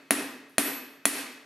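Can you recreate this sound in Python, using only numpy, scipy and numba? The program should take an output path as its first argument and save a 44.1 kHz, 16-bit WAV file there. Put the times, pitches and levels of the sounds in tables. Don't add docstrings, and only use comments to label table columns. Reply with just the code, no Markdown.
import sys
import numpy as np
from scipy import signal
from scipy.fft import rfft, irfft
from scipy.io import wavfile
from scipy.ndimage import uniform_filter1d, minimum_filter1d
from numba import njit

SR = 44100
rng = np.random.default_rng(int(sys.argv[2]) if len(sys.argv) > 2 else 0)


def transcribe(signal):
    frames = np.atleast_2d(signal).T
    limited = np.clip(frames, -1, 1)
    pcm = np.round(limited * 32767).astype(np.int16)
    wavfile.write(sys.argv[1], SR, pcm)


N = 63945
LEAD = SR // 2
T = np.arange(N + LEAD) / SR
SCENE_T = T - LEAD / SR
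OPPOSITE = np.array([[1], [-1]])


def undb(db):
    return 10 ** (np.asarray(db, float) / 20)


def curve(table, hz):
    table = np.array(table, float)
    return np.interp(np.log(hz), np.log(table[:, 0]), table[:, 1])


def fade(t, t60):
    return (t >= 0) * np.exp(-np.log(1000) * np.maximum(t, 0) / max(t60, .002))


def ring(t, hz, t60, db, turn=0.):
    return undb(db) * np.sin(2 * np.pi * hz * t + turn) * fade(t, t60)


# (time [s], level [dB], clank pitch [Hz], clank level [dB], clank hold [s], thud level [dB],
#  wash level [dB], wash tilt [dB per octave], striking spot [0, 1 or 2])
BLOWS = [(-.368, -4, 10500, -21, .002, -16, 5.5, -1.1, 2),
         (.1076, 2, 10440, -1.5, 0.00096, -11, -1, -1.22, 0),
         (0.5822, 2.5, 8900, -1.5, 0.0003, -11.5, 0, -0.43, 1),
         (1.0546, 5, 10590, 0, 0.0013, -14, -1.5, 0.56, 2)]
# (pitch [Hz], t60 [s], level at spot 0 [dB], at spot 1 [dB], at spot 2 [dB])
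KNOCK_MODES = [(663, 0.04, -15.5, -14, -18.5), (759, 0.022, -15.5, -16.5, -22.5),
               (1860, 0.036, -19.5, -18, -24), (2410, 0.02, -16, -14, -10.5), (3376, 0.0076, -17, -9.5, -5),
               (4246, 0.0062, -19.5, -6, -9.5), (6040, .008, -11.5, -12, -9),
               (6950, 0.0091, -14, -9.5, -5.5), (9500, 0.015, -6, -9.5, -31), (11014, .02, -9.5, -12, -15),
               (12510, 0.0063, -12, -20, -33)]
# (pitch [Hz], t60 [s], level [dB])
THUD_MODES = [(240, .09, -7), (277, .1, 0), (405, .05, -10)]
SNAP_HZ, SNAP_S, SNAP_DB = 1950, 0.00024, 1.5
CLANK_RISE_S, CLANK_T60_S = 0.00046, 0.0066
THUD_LATE_S, THUD_RISE_S = 0.00436, 0.0052


def blow(at, db, clank_hz, clank_db, hold_s, thud_db, spot):
    t = SCENE_T - at
    snap_bell = np.exp(-((t - .0003) / SNAP_S) ** 2)
    snap = undb(SNAP_DB) * np.cos(2 * np.pi * SNAP_HZ * (t - .0002)) * snap_bell
    knock = sum(ring(t, mode[0], mode[1], mode[2 + spot]) for mode in KNOCK_MODES)

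    clank_t = t - .0003
    clank_rise = np.clip(clank_t / CLANK_RISE_S, 0, 1)
    choke = fade(np.maximum(clank_t - hold_s, 0), CLANK_T60_S)
    clank = undb(clank_db) * np.sin(2 * np.pi * clank_hz * clank_t) * clank_rise * choke

    thud_t = t - THUD_LATE_S
    thud = undb(thud_db) * sum(ring(thud_t, *mode) for mode in THUD_MODES)
    thud = thud * (1 - np.exp(-np.maximum(thud_t, 0) / THUD_RISE_S))
    return undb(db) * (snap + knock + clank + thud)


def walk(rate):
    step = int(SR / rate)
    levels = np.repeat(rng.standard_normal(len(T) // step + 1), step)
    return 1.3 * uniform_filter1d(uniform_filter1d(levels, step), step)[:len(T)]


# (pitch [Hz], t60 [s], time constant of the swell [s])
STEEL_MODES = [(1876, .75, .002), (2565, .9, .002), (3400, .5, .002), (4410, .8, .002), (5588, .45, .002),
               (8035, .45, .002), (8120, .4, .002), (9322, .36, .02), (10055, .36, .002), (10275, .4, .002),
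               (10588, .35, .002), (11058, .28, .002), (12238, .32, .002), (12405, .5, .09),
               (12868, .6, .002)]
# (level at spot 0 [dB], level at spot 1 [dB], level at spot 2 [dB])
STEEL_LEVELS = [(-37, -40, -42), (-40, -36, -36), (-52, -39, -42), (-50, -44, -40), (-44, -52, -42),
                (-47, -39, -41), (-48, -38, -39), (-35, -28, -28), (-33, -36, -36), (-40, -46, -35),
                (-38, -46, -42), (-40, -29, -28), (-41, -29, -42), (-33, -18, -27), (-60, -52, -57)]
WAVER_DB, WAVER_PER_S = 1.5, 40
STEEL_SIDE = .25


def steel():
    out = 0
    quarter_turn = np.array([[0], [np.pi / 2]])
    for (hz, t60, swell), spot_levels in zip(STEEL_MODES, STEEL_LEVELS):
        line = np.zeros((2, len(T)))
        for at, *_, spot in BLOWS:
            start = int(round(LEAD + at * SR))
            t = T[:len(T) - start]
            line[:, start:] += ring(t, hz, t60, spot_levels[spot], quarter_turn) * (1 - np.exp(-t / swell))
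        waver = undb(WAVER_DB * walk(WAVER_PER_S))
        side = STEEL_SIDE * line[1] * walk(WAVER_PER_S) * OPPOSITE
        out = out + waver * (line[0] + side)
    return out


# (frequency [Hz], side minus mid [dB])
NOISE_SIDE = [(60, -11), (250, -49.5), (700, -15.5), (1500, -8), (6000, -9), (14000, -5)]


def stereo(hz, pair):
    return pair[0] + undb(curve(NOISE_SIDE, hz)) * pair[1] * OPPOSITE


def bands(colour):
    f = 1 + np.arange(len(T) // 2 + 1) * SR / len(T)
    noise = rfft(rng.standard_normal((2, len(T)))) * undb(curve(colour, f))
    for hz in 40 * 2 ** np.arange(0, 8.9, 1 / 3):
        window = np.cos(np.clip(3 * np.log2(f / hz), -1, 1) * np.pi / 2) ** 2
        yield hz, stereo(hz, irfft(noise * window, len(T)))


# (frequency [Hz], relative level [dB])
WASH_COLOUR = [(40, -36.5), (160, -22), (212, -19), (236, -5), (275, 0), (320, -10), (360, -11.5),
               (420, -9.5), (491, -15.5), (620, -14), (873, -16), (1900, -11.5), (2840, -16), (5000, -20),
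               (7540, -19), (10300, -10.5), (12100, -15), (13100, -23.5), (14000, -33.5), (16000, -38)]
# (frequency [Hz], t60 [s])
WASH_T60 = [(60, 0.33), (250, 0.82), (700, 0.87), (2000, 0.81), (5000, 0.7), (10000, 0.46), (15000, 0.22)]
WASH_DB, EARLY_DB, EARLY_T60_S = -25, 8, 0.11
WASH_RISE_S, WASH_RISE_CYCLES = 0.001, 5
SAME_BELOW_HZ = 1500


def wash():
    out = np.zeros((2, len(T)))
    parts = list(bands(WASH_COLOUR))
    rms = np.sqrt(np.mean(sum(part for _, part in parts) ** 2))
    for at, db, *_, wash_db, tilt_db, spot in BLOWS:
        start = int(round(LEAD + at * SR))
        t = T[:len(T) - start]
        echo = 0
        for hz, part in parts:
            tilt = undb(tilt_db * np.log2(hz / 2000))
            noise = part[:, :len(t)] if hz < SAME_BELOW_HZ else part[:, start:]
            decay = fade(t, curve(WASH_T60, hz)) + undb(EARLY_DB) * fade(t, EARLY_T60_S)
            rise = 1 - np.exp(-t / max(WASH_RISE_S, WASH_RISE_CYCLES / hz))
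            echo = echo + tilt * noise * decay * rise
        out[:, start:] += undb(db + WASH_DB + wash_db) / rms * echo
    return out


# (time [s], level [dB], pitch [Hz])
TICKS = [(.402, -60, 12800), (.497, -50, 11300)]


def ticks():
    return sum(ring(SCENE_T - at, hz, 0.0085, db) for at, db, hz in TICKS)


# (time [s], length [s], gain on the filtered noise [dB])
RUSTLES = [(0.487, 0.093, -61.5), (0.887, 0.089, -57.5)]
RUSTLE_HZ = 8500, 13300


def rustles():
    band = signal.butter(4, RUSTLE_HZ, "band", fs=SR, output="sos")
    hiss = signal.sosfilt(band, rng.standard_normal((2, len(T))))
    level = 0
    for at, length, db in RUSTLES:
        t = SCENE_T - at
        level = level + undb(db) * np.sqrt(np.clip(t / .01, 0, 1) * np.clip(1 - t / length, 0, 1))
    return (hiss[0] + .4 * hiss[1] * OPPOSITE) * level


# (frequency [Hz], relative level per Hz [dB])
SHOP_COLOUR = [(24, -54), (40, -42), (140, -4), (237, -8.5), (831, -21.5), (1370, -10.5), (7540, -26),
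               (12100, -29), (16000, -47)]
SHOP_DB = -64


def shop():
    murmur = sum(band for _, band in bands(SHOP_COLOUR))
    return murmur * undb(SHOP_DB) / np.sqrt(np.mean(murmur ** 2))


PAN_DB = 1.3


def scene():
    blows = sum(blow(*row[:6], spot=row[8]) for row in BLOWS)
    pan = undb(np.array([[PAN_DB], [-PAN_DB]]) / 2)
    direct = (blows + steel() + ticks()) * pan
    return (direct + wash() + rustles() + shop())[:, LEAD:]


@njit
def hold(x, fall):
    e, out = 1e-9, np.empty(len(x))
    for i in range(len(x)):
        e = max(x[i], e * fall)
        out[i] = e
    return out


MIC_LOW_HZ, TOP_HZ = 120, 16200
LIMIT_DB, RELEASE_DB_PER_S, LOOKAHEAD_S = -2.5, 92.5, 0.0001
CLIP_DB = -5.6


def record(dry):
    dry = signal.sosfilt(signal.butter(2, MIC_LOW_HZ, "high", fs=SR, output="sos"), dry)
    peak = hold(np.abs(dry).max(0), float(undb(-RELEASE_DB_PER_S / SR)))
    gain = np.minimum(1, undb(LIMIT_DB) / peak)
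    span = max(int(LOOKAHEAD_S * SR), 1) * 2 + 1
    gain = uniform_filter1d(minimum_filter1d(gain, span), span)
    clipped = np.clip(dry * gain, -undb(CLIP_DB), undb(CLIP_DB))
    return signal.sosfilt(signal.ellip(8, .2, 80, TOP_HZ, fs=SR, output="sos"), clipped)


dry = scene()
out = record(dry)
transcribe(out)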